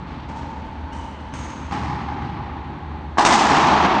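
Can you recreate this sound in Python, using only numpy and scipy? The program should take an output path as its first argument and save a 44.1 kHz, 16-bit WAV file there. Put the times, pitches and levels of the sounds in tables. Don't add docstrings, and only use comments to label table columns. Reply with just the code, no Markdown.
import sys
import numpy as np
from scipy import signal
from scipy.fft import rfft, irfft
from scipy.io import wavfile
from scipy.ndimage import uniform_filter1d

SR = 44100
rng = np.random.default_rng(int(sys.argv[2]) if len(sys.argv) > 2 else 0)


def int16_out(signal):
    q = np.round(np.clip(np.atleast_2d(signal).T, -1, 1) * 32767)
    wavfile.write(sys.argv[1], SR, q.astype(np.int16))


N = 176400

# start_s, level_db, ring_hz, extra_ring_db
LOB_TAPS = [(.277, -2, 885, 2.5), (.35, -1, 895, 1), (.912, -6.5, 915, 2)]
BOUNCES = [(-.55, -7.5, 880, 1.5), (1.711, -.2, 830, .7), (3.47, -5, 880, 6)]
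DRIVE = (3.172, 0, 880, 0)
WALL_HIT = (3.25, 0, 850, 0)
# start_s, level_db, pitch_hz, extra_squeal_db, length_s. The one at 0.912 s is the ball skidding on
SQUEAKS = [(.615, -24, 1530, 19, .06), (.912, -8, 2980, 5, .035), (1.324, -.3, 6450, 2.5, .028)]
# start_s, level_db
STEPS = [(.07, 2), (1.33, -1), (2.22, 0)]
# frequency_hz, level_db
TAP_TONE = [(100, 6), (270, 6), (370, -4), (520, 4), (700, 0), (1000, 1.5), (2000, -8.5), (4000, -17),
            (6500, -18), (9000, -29)]
BOUNCE_TONE = [(40, -1), (75, 26), (105, 24), (145, 30), (200, 20), (280, 20), (370, 19), (500, 0),
               (640, 5), (780, 15), (1100, 18), (1400, 7.5), (1800, 8), (3000, 0), (5500, -6), (9000, -19)]
DRIVE_TONE = [(60, 14), (150, 18), (280, 29), (390, 28.5), (510, 16), (640, 26), (780, 35), (1100, 33.5),
              (1350, 20), (1700, 26), (2200, 14), (3200, 13), (6000, 9.5), (9000, -1)]
WALL_TONE = [(60, 15), (130, 24), (210, 35), (330, 30), (500, 23.5), (680, 31.5), (1050, 33), (1300, 31),
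             (1500, 25), (1800, 24), (2700, 22), (4500, 18.5), (6500, 18.5), (9000, 9)]
SCUFF_TONE = [(100, 0), (250, 19), (380, 6), (600, 0), (800, 4), (915, 16), (1050, 7), (1400, 4),
              (2500, -3), (4000, -8.5), (6000, -9), (9000, -11.5)]
STEP_TONE = [(40, 0), (130, 17), (200, 9), (270, 13), (420, -3), (1000, -6), (4000, -14), (9000, -40)]
# level_db, fade_s (a fade is the time to fall by 60 dB)
TAP_RING = (19, .055)
BOUNCE_RING = (26, .052)
HARD_RING = (34, .028)
# delay_s, level_db (compared with the direct sound)
RACQUET_ECHOES = [(.012, 11), (.021, 10), (.0365, 8), (.046, 4)]
FLOOR_ECHOES = [(.011, 4), (.02, 1)]
WALL_ECHOES = [(.012, -1), (.016, -3), (.081, -5), (.089, -5), (.106, -5)]
# direct_db, treble_limit_hz, gap_s (the wait before the long echo)
RACQUET_PATH = (-30, 2000, .003)
FLOOR_PATH = (-24, 7000, .001)
WALL_PATH = (-18.5, 12000, .001)
SHOE_PATH = (-18, 10000, .003)
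# frequency_hz, fade_s
COURT_FADE = [(80, 4.5), (250, 6), (500, 6), (900, 5.8), (1800, 4.8), (3200, 3.7), (5000, 2.25),
              (7000, 1.55), (10000, 1.0)]
# frequency_hz, level_db_per_hz
VENT_TONE = [(20, -92), (40, -70), (58, -56), (75, -51), (100, -64), (150, -62.5), (270, -63), (350, -73),
             (480, -75), (700, -73.5), (850, -67.5), (1000, -73), (1300, -77.5), (2000, -82), (3000, -88),
             (4400, -92), (5000, -103.5), (6000, -104), (9000, -118)]

SHORT = 4096


def ball(hits, tone, ring, path, echoes):
    ring_db, fade_s = ring
    out = np.zeros(N)
    for start_s, level_db, ring_hz, extra_ring_db in hits:
        hit = from_db(level_db) * knock(tone, ring_hz, ring_db + extra_ring_db, fade_s)
        out += place(court(hit, path, echoes), start_s)
    return out


def knock(tone, ring_hz=1, ring_db=-200, fade_s=1):
    hz = np.arange(SHORT // 2 + 1) * SR / SHORT
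    width_hz = np.log(1000) / (np.pi * fade_s)
    ring = from_db(ring_db) / (1 + ((hz - ring_hz) / width_hz) ** 2)
    spectrum = np.hypot(from_db(at_hz(tone, hz)), ring)
    cepstrum = irfft(np.log(spectrum))
    cepstrum[1:SHORT // 2] *= 2
    cepstrum[SHORT // 2 + 1:] = 0
    return irfft(np.exp(rfft(cepstrum)))


def footsteps():
    return sum(place(court(from_db(level_db) * knock(STEP_TONE), FLOOR_PATH, []), start_s)
               for start_s, level_db in STEPS)


def squeaks(squeal_db=-15, overtone_step_db=-8, glide_share=.15):
    t = np.arange(SHORT) / SR
    out = np.zeros(N)
    for start_s, level_db, pitch_hz, extra_squeal_db, length_s in SQUEAKS:
        progress = np.minimum(t / length_s, 1)
        slip = np.sin(np.pi * progress)
        rising_hz = pitch_hz * (1 + glide_share * (progress - .5))
        phase = 2 * np.pi * np.cumsum(rising_hz) / SR
        squeal = sum(from_db(overtone_step_db * k) * np.sin((k + 1) * phase) for k in range(3))
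        squeal *= from_db(squeal_db + extra_squeal_db) * slip / np.linalg.norm(slip)
        scuff = place(knock(SCUFF_TONE), length_s / 2)[:SHORT]
        out += place(court(from_db(level_db) * (scuff + squeal), SHOE_PATH, []), start_s)
    return out


def court(sound, path, echoes, build_s=.008, flutter_db=1.8, flutter_s=.005, gain_db=15):
    direct_db, treble_limit_hz, gap_s = path
    hz, times_s, noise = signal.stft(rng.standard_normal(N + SR), SR, nperseg=512)
    fade = from_db(-60 * times_s / at_hz(COURT_FADE, hz)[:, None])
    _, tail = signal.istft(noise * fade, SR)
    t = np.arange(len(tail)) / SR
    flutter = np.interp(t / flutter_s, np.arange(SHORT), rng.standard_normal(SHORT))
    build_up = 1 - np.exp(-np.maximum(t - gap_s, 0) / build_s)
    response = tail * build_up * from_db(flutter_db * flutter) / np.sqrt(SR)
    response[:SHORT] += from_db(direct_db) * low_pass(arrival(), treble_limit_hz)
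    for delay_s, level_db in echoes:
        i = int(delay_s * SR)
        response[i:i + SHORT] += from_db(direct_db + level_db) * arrival()
    return signal.fftconvolve(sound, response) * from_db(gain_db)


def arrival(split_hz=1700, scatter_s=.007):
    t = np.arange(SHORT) / SR
    click = 1. * (t == 0)
    scatter = rng.standard_normal(SHORT) * np.exp(-t / scatter_s)
    high_pass = signal.butter(2, split_hz, "high", fs=SR, output="sos")
    treble = signal.sosfilt(high_pass, scatter / np.linalg.norm(scatter))
    return low_pass(click, split_hz) + treble


def ventilation(hum_hz=75.3, hum_db=-40):
    hz = np.arange(N // 2 + 1) * SR / N
    spectrum = rfft(rng.standard_normal(N)) * from_db(at_hz(VENT_TONE, hz))
    rush = irfft(spectrum, N) * np.sqrt(SR / 2)
    phase = 2 * np.pi * (hum_hz * np.arange(N) / SR + rng.random())
    return rush + from_db(hum_db) * np.sqrt(2) * np.sin(phase)


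def from_db(db):
    return 10 ** (np.asarray(db) / 20)


def at_hz(table, hz):
    row_hz, values = np.transpose(table)
    return np.interp(np.log(np.maximum(hz, 1)), np.log(row_hz), values)


def place(sound, start_s):
    i = int(round(start_s * SR))
    return np.pad(sound[max(-i, 0):], (max(i, 0), N))[:N]


def low_pass(sound, hz):
    return signal.sosfilt(signal.butter(2, hz, fs=SR, output="sos"), sound)


def scene():
    lob = ball(LOB_TAPS, TAP_TONE, TAP_RING, RACQUET_PATH, RACQUET_ECHOES)
    bounces = ball(BOUNCES, BOUNCE_TONE, BOUNCE_RING, FLOOR_PATH, FLOOR_ECHOES)
    drive = ball([DRIVE], DRIVE_TONE, HARD_RING, RACQUET_PATH, RACQUET_ECHOES)
    crack = ball([WALL_HIT], WALL_TONE, HARD_RING, WALL_PATH, WALL_ECHOES)
    return (lob + bounces + drive + crack + footsteps() + squeaks() + ventilation())[None]


def record(dry, limit_db=-10.4, release_db_per_s=14, ceiling=.72, cutoff_hz=8900):
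    power = uniform_filter1d(dry[0] ** 2, size=441)
    over_db = np.maximum(10 * np.log10(np.maximum(power, 1e-12)) - limit_db, 0)
    recovery_db = release_db_per_s * np.arange(N) / SR
    cut_db = np.maximum.accumulate(over_db + recovery_db) - recovery_db
    held = dry * from_db(-uniform_filter1d(cut_db, size=220))
    rounded = held / (1 + (held / ceiling) ** 6) ** (1 / 6)
    return signal.sosfilt(signal.ellip(10, .3, 70, cutoff_hz, fs=SR, output="sos"), rounded)


dry = scene()
out = record(dry)
int16_out(out)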